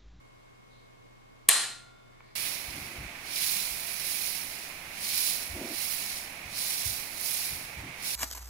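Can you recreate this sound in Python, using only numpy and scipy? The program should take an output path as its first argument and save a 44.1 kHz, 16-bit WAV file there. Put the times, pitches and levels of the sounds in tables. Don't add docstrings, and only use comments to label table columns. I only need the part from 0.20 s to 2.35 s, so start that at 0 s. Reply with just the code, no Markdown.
import sys
import numpy as np
from scipy import signal
from scipy.io import wavfile

SR = 44100
rng = np.random.default_rng(int(sys.argv[2]) if len(sys.argv) > 2 else 0)


def write(x):
    x = np.atleast_2d(x).T
    wavfile.write(sys.argv[1], SR, np.round(np.clip(x, -1, 1) * 32767).astype(np.int16))


N = 94947
TIME = np.arange(N) / SR

# pitch_hz, level_db [rms]
HUM_TONES = [(29, -67), (120, -66), (1023, -79), (1083, -77), (1143, -77.5), (2167.5, -71)]
# band_hz, gain_db, side_to_mid_db
VENTILATION = [(28, -47.5, -10.5), (50, -49.5, -6.5), (120, -47, 4), (251.6, -51.5, 9), (530, -53.5, 9),
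               (990, -56.5, 9), (2000, -59.5, 5), (3870, -64, 1), (8000, -71, 0), (14000, -78.5, 0)]
# start_s, length_s, level_db [noise rms before the swell], centre_hz
SLEEVE_BRUSHES = [(.50, 0.23, -68.5, 3900), (1.915, 0.36, -67, 1920), (2.03, 0.18, -69, 4400)]
BRUSH_EDGE_RATIO = 1.12

# start_s, level_db
ACTION_CONTACTS = [(1.2850, -29), (1.2866, -9), (1.2877, -9), (1.2888, -3.5), (1.2899, -4), (1.2910, -3.5),
                   (1.2920, 4), (1.2933, -6)]
SLAM_S = 1.2888
# band_hz, gain_db
CRACK_BANDS = [(30, -26), (70, -16.5), (140, 2), (300, -10), (600, 0.5), (1100, 1), (2000, 10), (4000, 6.5),
               (5700, 2), (8000, 14), (10500, 12.5), (13000, 4.5), (16000, -17)]
CRACK_T60_S, CRACK_SIDE_DB = .006, -13
# pitch_hz, level_db, t60_s
PIN_TIP_MODES = [(8940, 5.5, .0025)]
# pitch_hz, level_db, t60_s
STEEL_MODES = [(1130, -22, .03), (1701, -24, .06), (1885, -22, .07), (2500, -30, .025), (3024, -28, .07),
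               (4010, -20, .035), (4120, -23, .1), (4215, -23.5, .12), (4364, -29, .08), (7500, -27, .015),
               (8404, -25, .07), (8580, -23.5, .1), (8685, -21.5, .11), (10700, -9, .017),
               (12560, -10, .019)]
# pitch_hz, level_db, t60_s
BARREL_MODES = [(686, -58, 1.4), (757, -57, 1.4), (1374, -56, 1.5), (1398, -42.5, 1.3), (1457, -48, 1.2),
                (2040, -42, .65), (3541, -57.5, 2.1), (4856, -60, 1.3), (8021, -59, 1.0)]

# delay_s, level_db [before the echo filter], left_minus_right_db
WALL_REFLECTIONS = [(.0081, -1, 4.5), (.011, -15, 5.5), (.021, -9.5, 0.5), (.027, -6, -2)]
WALL_LOW_HZ, WALL_CUT_HZ = 500, 7000
# band_hz, gain_db, t60_s, side_to_mid_db
ROOM_BANDS = [(39.84, -37, .4, -1), (119.4, -8, .5, -4.5), (230, 2, .9, -3), (500, 11.5, 0.43, -12.5),
              (1000, 16, 0.48, -9), (1947, 18, 0.48, -11), (3940, 20, 0.49, -5.5), (5830, 14.5, .48, -4),
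              (7500, 21, 0.43, -5.5), (9946, 18.5, 0.34, 3), (12500, -2, 0.15, -2), (15025, -15, .3, -4.5)]
ROOM_DELAY_S, ROOM_BUILD_S = .0053, .008
STEEL_ROOM_DB, TICK_ROOM_DB = -14.5, -23

# start_s, level_db [before the filter], low_edge_hz
STOCK_TOUCHES = [(2.0055, -44, 600), (2.0078, -51, 1498), (2.0882, -46, 2600), (2.1075, -56, 1200)]
# pitch_hz, level_db [relative to the touch], t60_s
STOCK_MODES = [(940, 2, 0.011), (1220, 3, 0.0063), (2260, 0, 0.012)]

GAIN_THRESHOLD_DB, GAIN_SLOPE = -7.5, .68
GAIN_ATTACK_S, GAIN_RELEASE_DB_PER_S = .006, 62
CEILING = 1.0
STOPBAND_HZ = 16500


def from_db(db):
    return 10 ** (np.asarray(db) / 20)


def at_hz(table, hz):
    freqs, *columns = np.transpose(table)
    return [np.interp(np.log(hz), np.log(freqs), column) for column in columns]


def bandpass(x, low_hz, high_hz):
    return signal.sosfilt(signal.butter(2, [low_hz, high_hz], "band", fs=SR, output="sos"), x)


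def convolve(x, response):
    return signal.fftconvolve(np.atleast_2d(x), np.atleast_2d(response), axes=-1)[:, :N]


def stereo_noise(shape):
    edges = 20 * 2 ** (np.arange(30) / 3)
    white = rng.standard_normal((2, 2, N))
    out = 0
    for k, (low, high) in enumerate(zip(edges, edges[1:])):
        mid, side = bandpass(white[k % 2], low, high)
        gain, side_db = shape(np.sqrt(low * high))
        out = out + gain * (mid + from_db(side_db) * side * [[1], [-1]])
    return out


def dying(t60, build=0):
    envelope = np.exp(-np.minimum(np.log(1000) * TIME / t60, 40))
    if build:
        envelope = envelope * (1 - np.exp(-TIME / build))
    return envelope / np.sqrt(np.sum(envelope ** 2))


def clicks(rows):
    out = np.zeros(N)
    for start_s, level_db in rows:
        out[int(start_s * SR)] += from_db(level_db)
    return out


def ringing(modes):
    out = np.zeros(N)
    for k, (pitch_hz, level_db, t60_s) in enumerate(modes):
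        decay = np.exp(-np.log(1000) * TIME / t60_s)
        out += (-1) ** k * from_db(level_db) * decay * np.sin(2 * np.pi * pitch_hz * TIME)
    return out


def room_tone():
    def band(hz):
        gain_db, side_db = at_hz(VENTILATION, hz)
        return from_db(gain_db), side_db

    hum = 0
    for pitch_hz, level_db in HUM_TONES:
        amplitude = np.sqrt(2) * from_db(level_db)
        hum = hum + amplitude * np.sin(2 * np.pi * (pitch_hz * TIME + rng.random()))
    return stereo_noise(band) + hum


def sleeve():
    out = 0
    for start_s, length_s, level_db, centre_hz in SLEEVE_BRUSHES:
        white = rng.standard_normal((2, N))
        noise = bandpass(white, centre_hz / BRUSH_EDGE_RATIO, centre_hz * BRUSH_EDGE_RATIO)
        progress = np.clip((TIME - start_s) / length_s, 0, 1)
        swell = np.sin(np.pi * np.sqrt(progress))
        out = out + from_db(level_db) * noise / noise.std() * swell
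    return out


def crack():
    energy = convolve(clicks(ACTION_CONTACTS) ** 2, dying(CRACK_T60_S) ** 2)
    envelope = np.sqrt(np.abs(energy))
    return envelope * stereo_noise(lambda hz: (from_db(at_hz(CRACK_BANDS, hz)[0]), CRACK_SIDE_DB))


def struck_metal(slam):
    return [convolve(slam, ringing(modes)) for modes in (PIN_TIP_MODES, STEEL_MODES, BARREL_MODES)]


def wall_echoes():
    echoes = []
    for side in (1, -1):
        rows = [(delay_s, level_db + side * pan_db / 2) for delay_s, level_db, pan_db in WALL_REFLECTIONS]
        echoes.append(clicks(rows))
    return bandpass(echoes, WALL_LOW_HZ, WALL_CUT_HZ)


def reverberation():
    def band(hz):
        gain_db, t60_s, side_db = at_hz(ROOM_BANDS, hz)
        return from_db(gain_db) * dying(t60_s, ROOM_BUILD_S), side_db

    delay = int(ROOM_DELAY_S * SR)
    return np.pad(stereo_noise(band), ((0, 0), (delay, 0)))[:, :N]


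def stock_ticks():
    touches = 0
    for start_s, level_db, low_edge_hz in STOCK_TOUCHES:
        highpass = signal.butter(2, low_edge_hz, "high", fs=SR, output="sos")
        touches = touches + signal.sosfilt(highpass, clicks([(start_s, level_db)]))
    return convolve(touches, ringing(STOCK_MODES))


def scene():
    slam = clicks([(SLAM_S, 0)])
    ping, steel, barrel = struck_metal(slam)
    snap = crack() + ping + steel
    ticks = stock_ticks()
    ring_send = from_db(STEEL_ROOM_DB) * steel + from_db(TICK_ROOM_DB) * ticks
    echoes = convolve(snap, wall_echoes())
    tails = convolve(slam, reverberation()) + convolve(ring_send, reverberation())
    return room_tone() + sleeve() + snap + barrel + echoes + tails + ticks


def record(dry):
    peak_db = 20 * np.log10(np.abs(dry).max(axis=0) + 1e-9)
    duck_db = np.maximum(peak_db - GAIN_THRESHOLD_DB, 0) * GAIN_SLOPE
    recovery_db = GAIN_RELEASE_DB_PER_S * TIME
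    held_db = np.maximum.accumulate(duck_db + recovery_db) - recovery_db
    lag = np.exp(-1 / (GAIN_ATTACK_S * SR))
    smooth_db = signal.lfilter([1 - lag], [1, -lag], held_db)
    clipped = np.clip(dry * from_db(-smooth_db), -CEILING, CEILING)
    lowpass = signal.cheby2(12, 70, STOPBAND_HZ, fs=SR, output="sos")
    return signal.sosfilt(lowpass, clipped)


dry = scene()
out = record(dry)
write(out)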